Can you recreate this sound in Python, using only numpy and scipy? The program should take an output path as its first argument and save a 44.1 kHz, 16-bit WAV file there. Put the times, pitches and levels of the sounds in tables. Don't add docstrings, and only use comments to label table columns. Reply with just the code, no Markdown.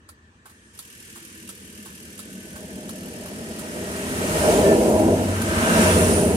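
import sys
import numpy as np
from scipy import signal
from scipy.fft import rfft, irfft, next_fast_len
from scipy.io import wavfile
from scipy.ndimage import uniform_filter1d, map_coordinates

SR = 44100
rng = np.random.default_rng(int(sys.argv[2]) if len(sys.argv) > 2 else 0)


def file_out(sig):
    cols = np.atleast_2d(sig).T
    lim = np.clip(cols, -1, 1)
    pcm = np.round(lim * 32767).astype(np.int16)
    wavfile.write(sys.argv[1], SR, pcm)


def voltage_ratio(decibels):
    exponent = np.asarray(decibels, float) / 20
    return 10 ** exponent


N = 280476

# frequency in Hz, left-right correlation.
PORT_LIKENESS = [(60, 0.98), (170, 0.995), (330, 0.96), (600, 0.91), (900, 0.43), (1300, 0.75), (2000, 0.3),
                 (3000, 0.0089), (5000, 0)]
# frequency in Hz, lead of the left in radians.
PORT_LEAD = [(60, 0), (200, -0.1), (300, -0.42), (500, -0.35), (950, -.8), (1210, -2.5), (2070, -3)]
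# frequency in Hz, level in dB per Hz.
IDLE_SPECTRUM = [(410, -51), (700, -28.5), (897, -22), (1020, -13), (1100, -30), (1230, -10), (1770, 2),
                 (1930, -3.5), (2820, -3), (4010, -8.5), (5490, -6), (6010, -5.5), (9610, -4),
                 (11500, -15.5), (15800, -33)]
# time in seconds, level in dB against the closest point.
WHEEL_NEARNESS = [(0, -42.5), (.7, -37.5), (1.5, -29), (2.1, -26), (2.8, -18.5), (3.5, -16), (3.95, -12.5),
                  (4.3, -6), (4.5, -0.5), (4.75, -0.5), (5.05, 0.5), (5.22, -3), (5.4, -9), (5.6, -3.5),
                  (5.83, 2), (6.0, -1.5), (6.3, -1), (6.36, -4)]


def unit(x):
    return x / np.sqrt(np.mean(x ** 2) + 1e-20)


def along(points, hz):
    f, v = np.transpose(points)
    return np.interp(np.log(hz + 1), np.log(f + 1), v)


def coloured(spectrum):
    return lambda hz: voltage_ratio(along(spectrum, hz))


def curves(rows):
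    s, *cols = np.transpose(rows)
    return [np.interp(np.arange(N) / SR, s, c) for c in cols]


def fade(t0, t1):
    return np.clip((np.arange(N) / SR - t0) / (t1 - t0), 0, 1)


def soft_gate(start, end):
    edge_s = 0.33 * (end - start)
    return fade(start, start + edge_s) * fade(end, end - edge_s)


def voice(start, end, first_hz, last_hz, db):
    hz = first_hz + (last_hz - first_hz) * fade(start, end)
    return hz, voltage_ratio(db) * soft_gate(start, end)


def wobble(rate):
    knots = rng.standard_normal(int(N * rate / SR) + 4)
    return map_coordinates(knots, [np.arange(N) * rate / SR])


def filtered(x, response):
    m = next_fast_len(N + SR // 2)
    return irfft(rfft(x, m) * response(np.fft.rfftfreq(m, 1 / SR)), m)[..., :N]


def rush(gain, patchy_db):
    z = signal.stft(rng.standard_normal((2, N + 512)), nperseg=512)[2]
    patches = uniform_filter1d(rng.standard_normal(z.shape[1:]), size=5, axis=0)
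    patches = uniform_filter1d(patches, size=10, axis=1)
    pair = signal.istft(z * voltage_ratio(patchy_db * unit(patches)), nperseg=512)[1][:, :N]

    def mid_side(hz):
        angle = np.arccos(np.clip(along(PORT_LIKENESS, hz), -1, 1)) / 2
        return gain(hz) * [np.cos(angle), np.sin(angle)]

    def lead(hz):
        return np.exp(1j * along(PORT_LEAD, hz) * [[.5], [-.5]])

    mid, side = filtered(pair, mid_side)
    return unit(filtered(np.array([mid + side, mid - side]), lead))


def bands(gain, edges_hz, levels_db, patchy_db):
    noise = rush(gain, patchy_db)
    below = lambda hz, edge_hz: 1 / (1 + (hz / edge_hz) ** 22)
    total = 0
    for lo, hi, db in zip(edges_hz, edges_hz[1:], levels_db):
        part = filtered(noise, lambda hz: below(hz, hi) - below(hz, lo) * (lo > edges_hz[0]))
        total = total + voltage_ratio(db) * unit(part)
    return total


def narrow(hz, width_hz):
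    a, b = filtered(rng.standard_normal((2, 2, N)), lambda f: 1 / (1 + (2 * f / width_hz) ** 2))
    alike = np.clip(along(PORT_LIKENESS, hz[0]), 0, 1)
    left = a[0] + 1j * a[1]
    right = alike * left + np.sqrt(1 - alike ** 2) * (b[0] + 1j * b[1])
    right = right * np.exp(-1j * along(PORT_LEAD, hz[0]))
    carrier = np.exp(2j * np.pi * np.cumsum(hz) / SR)
    return unit(np.real(np.array([left, right]) * carrier))


def flasher(first_s, snap_db, knock_db, softer_db):
    beats = np.arange(first_s, N / SR, .7006)
    return [(s, snap_db - softer_db * (k == 0), knock_db + 1.3 * s) for k, s in enumerate(beats)]


def relay(contacts, box, snap_t60, thud_t60, thud_db, rise):
    # frequency in Hz, level in dB per Hz.
    snap_spectrum = [(1180, -53), (2000, -16.5), (2140, -18), (2590, -31), (3330, -6), (4870, -7),
                     (5350, -11), (8250, -3.5), (8990, -4.5), (9970, -1), (15800, -16)]
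    # frequency in Hz, level in dB per Hz.
    thud_spectrum = [(400, -40), (560, -18), (700, -11), (850, -5), (1100, -2), (1400, 2), (1650, -5.5),
                     (2200, -10), (3500, -17)]
    snap, thud, ring = np.zeros(N + SR), np.zeros(N + SR), np.zeros((2, N + SR))
    t = np.arange(SR // 5) / SR
    onset = 1 - np.exp(-t / rise)
    swell = (1 - np.exp(-t / 0.0023)) ** 2
    side_rad = np.array([[0], [1.3]])
    for s, snap_db, knock_db in contacts:
        at = round((s - .001) * SR)
        span = slice(at, at + len(t))
        snap[span] += voltage_ratio(snap_db - 4.5 - 60 * t / snap_t60) * onset
        thud[span] += voltage_ratio(knock_db + thud_db - 60 * t / thud_t60) * onset
        for hz, mode_db, t60 in box:
            decay = voltage_ratio(knock_db + mode_db + 5.5 - 60 * t / t60)
            ring[:, span] += decay * swell * np.sin(2 * np.pi * hz * t + side_rad)
    snaps = snap[:N] * rush(coloured(snap_spectrum), patchy_db=1.5)
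    thuds = thud[:N] * rush(coloured(thud_spectrum), patchy_db=1.3)
    return snaps + thuds + ring[:, :N]


def hazard_relay():
    # frequency in Hz, level in dB, t60 in seconds.
    tick_box = [(1318, 5, 0.031), (1070, -8, 0.056), (946, -9, 0.053), (600, -9, 0.055), (4750, -4, 0.036),
                (3890, -13, 0.033)]
    # frequency in Hz, level in dB, t60 in seconds.
    tock_box = [(800, -3, 0.053), (870, -1, 0.067), (1100, -2, 0.073), (1290, -6, 0.042), (1545, -2, 0.061)]
    closing = flasher(first_s=.0893, snap_db=-29, knock_db=-44.5, softer_db=8.3) + [(5.4166, -24, -43)]
    opening = flasher(first_s=.4558, snap_db=-35.5, knock_db=-50, softer_db=7.5) + [(.4955, -47, -64)]
    ticks = relay(closing, tick_box, snap_t60=0.105, thud_t60=0.12, thud_db=-3.0, rise=0.00098)
    tocks = relay(opening, tock_box, snap_t60=.14, thud_t60=0.22, thud_db=3.5, rise=0.0022)
    return ticks + tocks


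def engine():
    # frequency in Hz, level in dB per Hz.
    injector_spectrum = [(2000, -31), (2800, 1.5), (3600, -16), (5500, -7), (7500, -8), (9700, -4.5),
                         (10600, -8.5), (11500, -0.5), (12500, -9), (14000, -12.5), (15800, -21)]
    hiss_db, hiss_rise_db_per_s, click_db = -50, 1.73, -48.5
    t = np.clip(np.arange(N) / SR - .8, -.1, None)
    warm_db = -8 * np.exp(-(t + .1) / .091) + 1.8 * soft_gate(.85, 1.5)
    stroke = 32.01 + 40.05 * t - .075 * t ** 2
    count = stroke.astype(int)
    size_db = 1.6 * rng.standard_normal(count.max() + 1)[count] - 1.2 * (count % 2)
    since_s = stroke % 1 / 40
    puff = voltage_ratio(size_db - 60 * since_s / 0.063) * (1 - np.exp(-since_s / 0.00099))
    click_gain = voltage_ratio(click_db + .6 * t + warm_db / 2 + 7)
    clicks = click_gain * puff * rush(coloured(injector_spectrum), patchy_db=1.5)
    hiss_gain = voltage_ratio(hiss_db + hiss_rise_db_per_s * np.minimum(t, 3.1) + warm_db)
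    hiss = hiss_gain * rush(coloured(IDLE_SPECTRUM), patchy_db=0.5)
    return fade(0.734, 0.737) * (clicks + hiss)


def road():
    road_edges_hz = [35, 140, 360, 540, 1050]
    # frequency in Hz, width in Hz, level in dB.
    cabin_modes = [(86.5, 40, 7), (175, 16, -2.5), (182, 22, -5), (220, 19, -4.5), (330, 39, 1),
                   (397, 15, -3), (444.5, 31, -3.5), (498.6, 27, -5.5), (612.5, 50, -3.5), (658, 27, -7),
                   (806, 60, -14.5), (959, 33, -15.5)]
    # frequency in Hz, level in dB per Hz.
    cabin_bed = [(15, -57), (25, 7), (81, 17.5), (128, 0), (225, 18.5), (541, -17.5), (618, 8.5),
                 (729, -25), (1300, -6), (1690, -54), (2860, -120)]
    # level when closest in dB, growth with nearness, far highway in dB.
    bodywork = [
        (-29.5, 1.01, -58),
        (-21.5, 0.99, -66),
        (-28, 1, -87),
        (-24.5, 1.24, -75.5),
    ]
    # start in seconds, end in seconds, more roar in dB,
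    # more upper roar in dB.
    alongside = [
        (4.2, 5.22, 7.5, 4.5),
        (5.6, 6.8, 4.5, 0),
    ]

    def gain(f):
        modes = sum(voltage_ratio(2 * db) / (1 + (2 * (f - c) / w) ** 2) for c, w, db in cabin_modes)
        bed = voltage_ratio(2 * (along(cabin_bed, f) - 10.5))
        return np.sqrt(modes + bed) * (f / 52) ** 4 / (1 + (f / 52) ** 4)

    throb_db = 1.04 * wobble(45) + 0.53 * wobble(15)
    near_db, = curves(WHEEL_NEARNESS)
    slow_db = uniform_filter1d(near_db, int(0.81 * SR), mode="nearest")
    roar_db, upper_db = sum(np.outer(more, soft_gate(start, end)) for start, end, *more in alongside)
    upper_db = upper_db + 1.3 * np.minimum(near_db + 20, 0)
    nearness_db = [slow_db, near_db, near_db, near_db]
    more_db = [0, 0, roar_db, upper_db]
    flutter_db = [1.0 * wobble(4), 0.56 * throb_db, throb_db, throb_db]
    levels_db = []
    for (db, growth, far_db), n, more, flutter in zip(bodywork, nearness_db, more_db, flutter_db):
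        power = voltage_ratio(2 * (db + growth * n + more)) + voltage_ratio(2 * far_db)
        levels_db.append(10 * np.log10(power) + flutter)
    return bands(gain, road_edges_hz, levels_db, patchy_db=-0.6)


def leak():
    leak_edges_hz = [1050, 2200, 4000, 7800, 16500]
    # frequency in Hz, level in dB per Hz.
    seal_spectrum = [(530, -32), (900, -11.5), (967, -8), (1130, -13.5), (1300, -5), (1520, -9),
                     (2080, -11.5), (2880, -9), (3200, -14.5), (4370, -16), (7960, -13), (9420, -13.5),
                     (10900, -18.5), (14800, -26), (15800, -33)]
    seal_bands_db = [1.5, -3, -2, -0.4]
    # closest time in seconds, lane distance over speed in seconds,
    # level in dB, tilt in dB a band.
    axle_passes = [(4.5, 0.2, -31.5, 0.03), (4.87, 0.14, -50, 4), (5.62, 0.075, -32, -3.5),
                   (5.84, 0.15, -26, -1.53), (6.08, .18, -36, 1.47)]
    t = np.arange(N) / SR
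    powers = np.zeros((4, N))
    for s, lane_s, db, tilt_db in axle_passes:
        per_decade_db = np.where(t < s, 22.5, 29.5)
        loss_db = per_decade_db * np.log10(np.hypot(1, (t - s) / lane_s))
        for k in range(4):
            powers[k] += voltage_ratio(2 * (db + k * tilt_db - loss_db))
    levels_db = [band_db + 10 * np.log10(p) for band_db, p in zip(seal_bands_db, powers)]
    return fade(2.45, 4.0) * bands(coloured(seal_spectrum), leak_edges_hz, levels_db, patchy_db=0.95)


def passing_tones():
    # start in seconds, end in seconds, first Hz, last Hz, level in dB.
    exhaust_notes = [(4.85, 5.75, 95.5, 95.6, -29), (5.75, 6.15, 93, 87.5, -22.5),
                     (6.0, 6.6, 83.5, 77.5, -28.5)]
    # start in seconds, end in seconds, first Hz, last Hz, level in dB.
    seal_whistles = [(5.5, 5.9, 8700, 9200, -37), (5.65, 6.45, 9050, 9750, -31)]
    # start in seconds, end in seconds, first Hz, last Hz, level when closest in dB.
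    tread_whines = [(3, 4.7, 1915, 1870, -37), (4.0, 4.65, 1880, 1780, -39), (4.63, 4.78, 1765, 1750, -32),
                    (1.9, 2.8, 1525, 1515, -38), (5.3, 6.05, 1530, 1600, -32), (5.5, 6.0, 1340, 1320, -36),
                    (5.5, 6.33, 2850, 2560, -38.5), (5.86, 6.02, 3460, 3380, -40),
                    (5.5, 6.3, 5480, 5720, -42), (2.7, 3.9, 4500, 4515, -44), (2.6, 4.1, 5300, 5310, -42),
                    (3.5, 4.4, 408, 402, -31.5), (4.5, 4.8, 400, 395, -24), (4.5, 5.4, 319, 339, -26),
                    (5.68, 7.2, 174, 170, -24), (0.8, 3.52, 197, 194, -27.5), (1.05, 1.55, 330, 325, -25.5),
                    (5.5, 6.1, 965, 950, -36), (-.4, 0.72, 8450, 8450, -45)]
    note = whistle = whines = 0
    for row in exhaust_notes:
        hz, gain = voice(*row)
        note = note + gain * np.sqrt(2) * np.sin(2 * np.pi * np.cumsum(hz) / SR)
    for row in seal_whistles:
        hz, gain = voice(*row)
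        whistle = whistle + gain * narrow(hz, width_hz=1050)
    for row in tread_whines:
        hz, gain = voice(*row)
        whines = whines + gain * narrow(hz, width_hz=12 + 0.019 * hz[0])
    near_db, = curves(WHEEL_NEARNESS)
    return note + whistle + voltage_ratio(0.89 * near_db) * whines


def cabin_air():
    # frequency in Hz, level in dB per Hz.
    vent_spectrum = [(290, -42.5), (500, -55), (603, -22), (794, -9.5), (1190, -3.5), (1460, -4.5),
                     (1810, 4.5), (2060, -11), (2380, -9), (2630, -10), (2870, -10), (4000, -16),
                     (8350, -18), (10800, -34), (15800, -46)]
    vent_db, vent_rise_db_per_s = -60, 2
    pump_db, pump_rise_db_per_s, pump_s = -60.5, 2.17, 0.44
    t = np.arange(N) / SR
    vent = voltage_ratio(vent_db + vent_rise_db_per_s * t) * rush(coloured(vent_spectrum), patchy_db=2.0)
    pump_gain = voltage_ratio(pump_db + pump_rise_db_per_s * t) * fade(pump_s, pump_s + 0.027)
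    return vent + pump_gain * rush(coloured(IDLE_SPECTRUM), patchy_db=-1.5)


def scene():
    return hazard_relay() + engine() + road() + leak() + passing_tones() + cabin_air()


def roll_off(x):
    return signal.sosfilt(signal.butter(12, 15910, fs=SR, output="sos"), x)


def record(dry):
    # frequency in Hz, left over right in dB.
    port_balance = [(60, 0.5), (300, 0.5), (600, 0.2), (800, -1), (1170, -5), (1790, 2.5), (2740, 0),
                    (4190, 0.5), (6410, 2.5), (8200, -2), (9600, -9.5), (11500, 0.5), (15000, 5)]
    knots = rng.standard_normal((2, 400))

    def ports(hz):
        ripple = np.array([np.interp(hz / 60, np.arange(400), k) for k in knots])
        ripple_db = 1.6 * ripple * np.clip(hz / 1500 - .5, 0, 1)
        balance_db = along(port_balance, hz) * [[.5], [-.5]]
        return voltage_ratio(balance_db + ripple_db) * (hz < 15880)

    return roll_off(filtered(dry, ports))


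dry = scene()
out = record(dry)
file_out(out)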